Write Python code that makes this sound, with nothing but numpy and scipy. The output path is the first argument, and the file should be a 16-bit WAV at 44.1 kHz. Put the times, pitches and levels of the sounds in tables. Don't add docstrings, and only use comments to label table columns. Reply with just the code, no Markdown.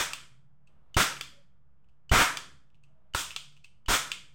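import sys
import numpy as np
from scipy import signal
from scipy.fft import rfft, irfft, next_fast_len
from scipy.io import wavfile

SR = 44100
rng = np.random.default_rng(int(sys.argv[2]) if len(sys.argv) > 2 else 0)


def dump_mix(stems):
    frames = np.atleast_2d(stems).T
    limited = np.clip(frames, -1, 1)
    pcm = np.round(limited * 32767).astype(np.int16)
    wavfile.write(sys.argv[1], SR, pcm)


N = 191526

# start_s, burn_s, hiss_db, roar_db, suddenness_db (opening burst over hiss), puff_db, puff_hz
CAPS = [(-0.064, 0.079, -32.5, -29.5, 13.5, -35.5, 60), (0.968, 0.055, -27.5, -25, 10, -12, 88),
        (2.1161, 0.11, -30, -22, 4.5, -10.5, 55), (3.148, 0.064, -36, -45.5, 17, -26.5, 68),
        (3.8843, 0.068, -28, -26.5, -0.5, -23, 33.2)]
# pitch_hz, level_db
HISS = [(200, -24.5), (500, -16), (760, -11), (1000, -3), (2200, -4), (3300, 4), (4300, -3), (6000, 0.5),
        (8200, -2), (9200, -5.5), (10200, -13), (13000, -12), (16000, -9.5)]
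# pitch_hz, level_db
ROAR = [(150, -18), (310, -7.5), (400, -11.5), (750, -7.5), (1000, -9.5), (1400, -1), (1900, -6),
        (2500, -8.5), (3500, -16), (4500, -20), (8000, -26), (16000, -32)]
# pitch_hz, level_db
RUMBLE = [(20, 2.5), (60, 1), (120, -2), (250, -8), (500, -11), (800, -11.5), (2000, -32.5), (8000, -55)]
# pitch_hz, level_db
BURST = [(60, -4.5), (140, 3), (230, -13), (420, 3), (750, -13.5), (1200, 5), (1700, -5.5), (3000, -16),
         (8000, -22.5), (16000, -29)]
# pitch_hz, width_hz, lift_db
HOLLOWS = [(457, 41, 2.5), (977, 84, 3), (1300, 340, 0.5), (2340, 150, 1.5), (3596, 180, 2.5),
           (5070, 760, 1), (7400, 320, 0), (7800, 300, 0.5)]
# pitch_hz, lift_db
ROOM_MODES = [(281, 4.5), (724, 5.5), (934, 8), (1044, 5.5), (1180, 4.5), (1302, 8), (1400, 4.5),
              (1545, 1.5), (1600, -4), (1784, 1.5), (2154, 10), (2324, 4.5), (2476, 2.5), (2517, 3.5),
              (2906, 1.5), (3088, 3.5), (3288, 3), (3545, 6)]
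# start_s, level_db
HAMMER_TRIPS = [(0.9441, -26), (2.0946, -30), (3.1370, -30.5), (3.8606, -36.5)]
# pitch_hz, level_db, t60_s
HAMMER_MODES = [(2960, -1, 0.021), (3040, -2, 0.014), (4540, -12, .012), (4630, -16, 0.019),
                (6400, -21.5, 0.009), (7700, -20.5, 0.0068)]
TRIGGER_S = [0.1338, 1.2103, 2.3713, 3.3624, 4.1171]
# pitch_hz, level_db, t60_s
FRAME_MODES = [(776, -28.5, 0.033), (1120, -19.5, 0.05), (1325, -22.5, 0.067), (2347, -12, .03),
               (2720, -13.5, 0.043), (3040, -7.5, 0.017), (3476, -13.5, 0.062), (3220, -33, 0.4),
               (3240, -31.5, 0.46), (3510, -34.5, 0.33), (4700, -11.5, 0.02), (7750, -7.5, 0.0085),
               (8030, -12, 0.01)]
# start_s, level_db
PAWL_SLIPS = [(1.1672, -35.5), (1.887, -66), (2.7452, -63), (3.3064, -31.5), (3.5665, -51.5)]
# pitch_hz, level_db, t60_s
PAWL_MODES = [(2600, -3, 0.016), (2980, -7, 0.028), (3420, -14, 0.011), (4400, -14.5, .01)]
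# start_s, level_db
CYLINDER_LOCKS = [(0.6732, -57), (2.8372, -55), (3.6444, -40.5)]
# pitch_hz, level_db, t60_s
CYLINDER_MODES = [(610, -26, 0.014), (1160, -19, 0.026), (2580, -3, 0.033), (2730, -4.5, 0.031),
                  (2680, -22.5, 0.28), (2830, -21.5, 0.018), (4500, -11, 0.016), (6430, -10, 0.0084),
                  (8250, -10, 0.0084)]
# pitch_hz, level_db
CONTACT = [(200, -29.5), (600, -11.5), (1100, -1), (2000, -2.5), (3000, 7.5), (4500, 0.5), (8300, -4),
           (10300, -18), (16000, -14)]
# start_s, length_s, level_db
GRIP_RUBS = [(0.672, 0.3, -67.5), (2.844, 0.365, -73)]
# pitch_hz, level_db
RUB = [(20, 8), (70, 2), (150, -12), (300, -12), (650, -14), (1300, -16), (2000, -27), (3200, -29),
       (5000, -41.5), (16000, -50.5)]
# pitch_hz, t60_s
ROOM_T60 = [(120, 1.02), (400, 0.65), (800, 0.387), (1300, 0.4563), (1900, 0.4769), (2800, 0.3659),
            (3300, 0.375), (4300, 0.41), (8200, 0.368), (11000, 0.4), (16000, 0.18)]
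# pitch_hz, level_db
ROOM_DB = [(120, -16.5), (400, -13.5), (700, -7), (1000, -5.5), (3000, -2), (8000, 1.5), (16000, 3)]
# start_s, length_s, pitch_hz, level_db
TONES = [(1.317, 0.11, 564, -68.5), (2.893, 0.35, 638, -81)]
# pitch_hz, level_db (relative), t60_s
LOW_MODES = [(67.57, -6.5, .5), (129, -5.5, 0.43), (142, -4, 0.66), (180, -11, 0.48), (219, -18, 0.49)]
# pitch_hz, level_db
AMBIENCE = [(20, -1), (65, 0), (100, -3.5), (150, -1.5), (200, -11), (260, -18.5), (420, -20), (620, -20.5),
            (1300, -22.5), (1900, -31), (3200, -38.5), (4200, -47), (16000, -56)]

LEAD = SR // 5
TIME = (np.arange(N + LEAD) - LEAD) / SR
SIZE = next_fast_len(len(TIME), True)
HZ = np.maximum(np.arange(SIZE // 2 + 1) * SR / SIZE, 1)

CRACK_DB, CRACK_DB_PER_DB = -10, 0.7843
RUMBLE_DB, RUMBLE_DB_PER_DB = 3.5, .25
PUFF_SWELL_CYCLES, PUFF_EARLY_S = 0.24, 0.0026
IGNITION_S, HAMMER_FALL_DB = .0037, -33.5
TRIGGER_DB = -22
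PAWL_LEAD_S, PAWL_LEAD_DB = 0.043, -3.5
PAWL_BOUNCE_S, PAWL_BOUNCE_DB = 0.0076, -2
CATCH_LEAD_S, CATCH_DB = 0.0039, -15
GRIP_EDGE_S = 0.015
MODE_WIDTH_HZ = 13
BACKGROUND_DB = -69.5
CUTOFF_HZ = 16000


def from_db(db):
    return 10 ** (np.asarray(db) / 20)


def at_hz(points, hz):
    f, value = np.transpose(points)
    return np.interp(np.log(np.maximum(hz, 1)), np.log(f), value)


def noise(gain):
    shaped = rfft(rng.standard_normal(SIZE)) * gain
    x = irfft(shaped, SIZE)[:len(TIME)]
    return x / np.sqrt(np.mean(x ** 2) + 1e-20)


def coloured(spectrum, lift=1):
    return noise(lift * from_db(at_hz(spectrum, HZ)))


def dying(start, t60):
    age = TIME - start
    return (age >= 0) * np.exp(-np.clip(age * np.log(1000) / t60, 0, 40))


def held(start, length, edge_s):
    to_nearest_end = np.minimum(TIME - start, start + length - TIME)
    return np.clip(to_nearest_end / edge_s, 0, 1)


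def resonances():
    bumps = HOLLOWS + [(hz, MODE_WIDTH_HZ, db) for hz, db in ROOM_MODES]
    return from_db(sum(db / (1 + (2 * (HZ - hz) / width) ** 2) for hz, width, db in bumps))


def flares(lift, crack_t60, fade_t60, sputter_db, burst_t60, rumble_t60):
    hiss, roar = coloured(HISS, lift), coloured(ROAR, lift)
    rumble, burst = coloured(RUMBLE, lift), coloured(BURST, lift)
    sputter = from_db(sputter_db * noise(HZ < 300))
    out = 0
    for s, burn, hiss_db, roar_db, sudden_db, puff_db, _ in CAPS:
        crack_db = CRACK_DB + CRACK_DB_PER_DB * sudden_db
        burst_db = hiss_db + sudden_db
        rumble_db = roar_db + RUMBLE_DB + RUMBLE_DB_PER_DB * puff_db
        burning = (TIME >= s) & (TIME < s + burn)
        flame = sputter * burning + dying(s + burn, fade_t60)
        flame = flame * (1 + (from_db(crack_db) - 1) * dying(s, crack_t60))
        eddies = from_db(rumble_db) * dying(s, rumble_t60) * rumble
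        out = out + flame * (from_db(hiss_db) * hiss + from_db(roar_db) * roar + eddies)
        out = out + from_db(burst_db) * dying(s, burst_t60) * burst
    return out


def puffs():
    out = 0
    for s, *_, db, hz in CAPS:
        cycles = np.clip(TIME - s + PUFF_EARLY_S, 0, .5) * hz
        swell = cycles / PUFF_SWELL_CYCLES
        envelope = swell * np.exp(1 - swell)
        out = out + from_db(db) * envelope * np.sin(2 * np.pi * cycles)
    return out


def ring(force, hz, t60):
    r = np.exp(-np.log(1000) / (t60 * SR))
    w = 2 * np.pi * hz / SR
    return signal.lfilter([0, np.sin(w)], [1, -2 * r * np.cos(w), r * r], force + 1e-18)


def strikes(events, modes, grit_db, grit_t60):
    times, levels = np.transpose(events)
    at = np.round(times * SR).astype(int) + LEAD
    strengths = from_db(levels[:, None] + rng.standard_normal((len(events), len(modes))))
    chatter = sum(from_db(db) * dying(s, grit_t60) for s, db in events)
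    out = from_db(grit_db) * coloured(CONTACT) * chatter
    for k, (hz, db, t60) in enumerate(modes):
        force = np.zeros(len(TIME))
        force[at] = strengths[:, k] * from_db(db) * (-1) ** k
        out = out + ring(force, hz, t60)
    return out


def hammer_blows():
    falls = [(s - IGNITION_S, HAMMER_FALL_DB) for s, *_ in CAPS]
    return list(HAMMER_TRIPS) + falls


def trigger_snaps():
    return [(s, TRIGGER_DB) for s in TRIGGER_S]


def pawl_ticks():
    run = [(-PAWL_LEAD_S, PAWL_LEAD_DB), (0, 0), (PAWL_BOUNCE_S, PAWL_BOUNCE_DB)]
    return [(s + later_s, db + softer_db) for s, db in PAWL_SLIPS for later_s, softer_db in run]


def cylinder_clicks():
    grazes = [(s - CATCH_LEAD_S, db + CATCH_DB) for s, db in CYLINDER_LOCKS]
    return grazes + list(CYLINDER_LOCKS)


def grip():
    rubs = sum(from_db(db) * held(s, length, GRIP_EDGE_S) for s, length, db in GRIP_RUBS)
    return coloured(RUB) * rubs


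def room(x, lift, delay_s):
    edges = np.geomspace(500, 17400, 25) - 400
    late = np.interp(TIME - delay_s, TIME, x)
    out = 0
    for low, high in zip(edges, edges[1:]):
        centre = (low + high) / 2
        bandpass = signal.butter(4, [low, high], "band", fs=SR, output="sos")
        fed = signal.sosfilt(bandpass, late + 1e-18) ** 2
        keep = np.exp(-2 * np.log(1000) / (at_hz(ROOM_T60, centre) * SR))
        stored = signal.lfilter([1 - keep], [1, -keep], fed)
        band = np.sqrt(np.maximum(1 - abs(HZ - centre) / (high - low), 0))
        out = out + from_db(at_hz(ROOM_DB, centre)) * np.sqrt(stored) * coloured(HISS, band * lift)
    return out


def tones(edge_s, width_hz):
    out = 0
    for s, length, hz, db in TONES:
        wavering = noise(1 / (1 + ((HZ - hz) / width_hz) ** 2))
        out = out + from_db(db) * held(s, length, edge_s) * wavering
    return out


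def background(drone_db, boom_db, boom_t60):
    drone = sum(from_db(db) * noise(1 / (1 + ((HZ - hz) * t60 / 2) ** 2)) for hz, db, t60 in LOW_MODES)
    boom = from_db(boom_db) * sum(dying(s, boom_t60) for s, *_ in CAPS)
    return from_db(BACKGROUND_DB) * (coloured(AMBIENCE) + (from_db(drone_db) + boom) * drone)


def scene():
    lift = resonances()
    bangs = flares(lift, crack_t60=.06, fade_t60=0.11, sputter_db=0.33, burst_t60=.03, rumble_t60=.45)
    hammer = strikes(hammer_blows(), HAMMER_MODES, grit_db=-18.0, grit_t60=.034)
    trigger = strikes(trigger_snaps(), FRAME_MODES, grit_db=-4.5, grit_t60=0.02)
    pawl = strikes(pawl_ticks(), PAWL_MODES, grit_db=-10.5, grit_t60=0.024)
    cylinder = strikes(cylinder_clicks(), CYLINDER_MODES, grit_db=-16.5, grit_t60=0.074)
    direct = bangs + puffs() + hammer + trigger + pawl + cylinder + grip()
    sent = bangs + from_db(-3.5) * (hammer + pawl)
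    sent = sent + from_db(-4.0) * trigger + from_db(-6.5) * cylinder
    mono = direct + room(sent, lift, delay_s=0.0043)
    mono = mono + tones(edge_s=0.015, width_hz=16)
    mono = mono + background(drone_db=-2, boom_db=11.5, boom_t60=1.8)
    return np.tile(mono[LEAD:], (2, 1))


def record(dry):
    top, offset = .6, .0026
    rounded = top * np.tanh(dry / top)
    lowpass = signal.ellip(10, .2, 70, CUTOFF_HZ, fs=SR, output="sos")
    return offset + signal.sosfilt(lowpass, rounded)


dry = scene()
out = record(dry)
dump_mix(out)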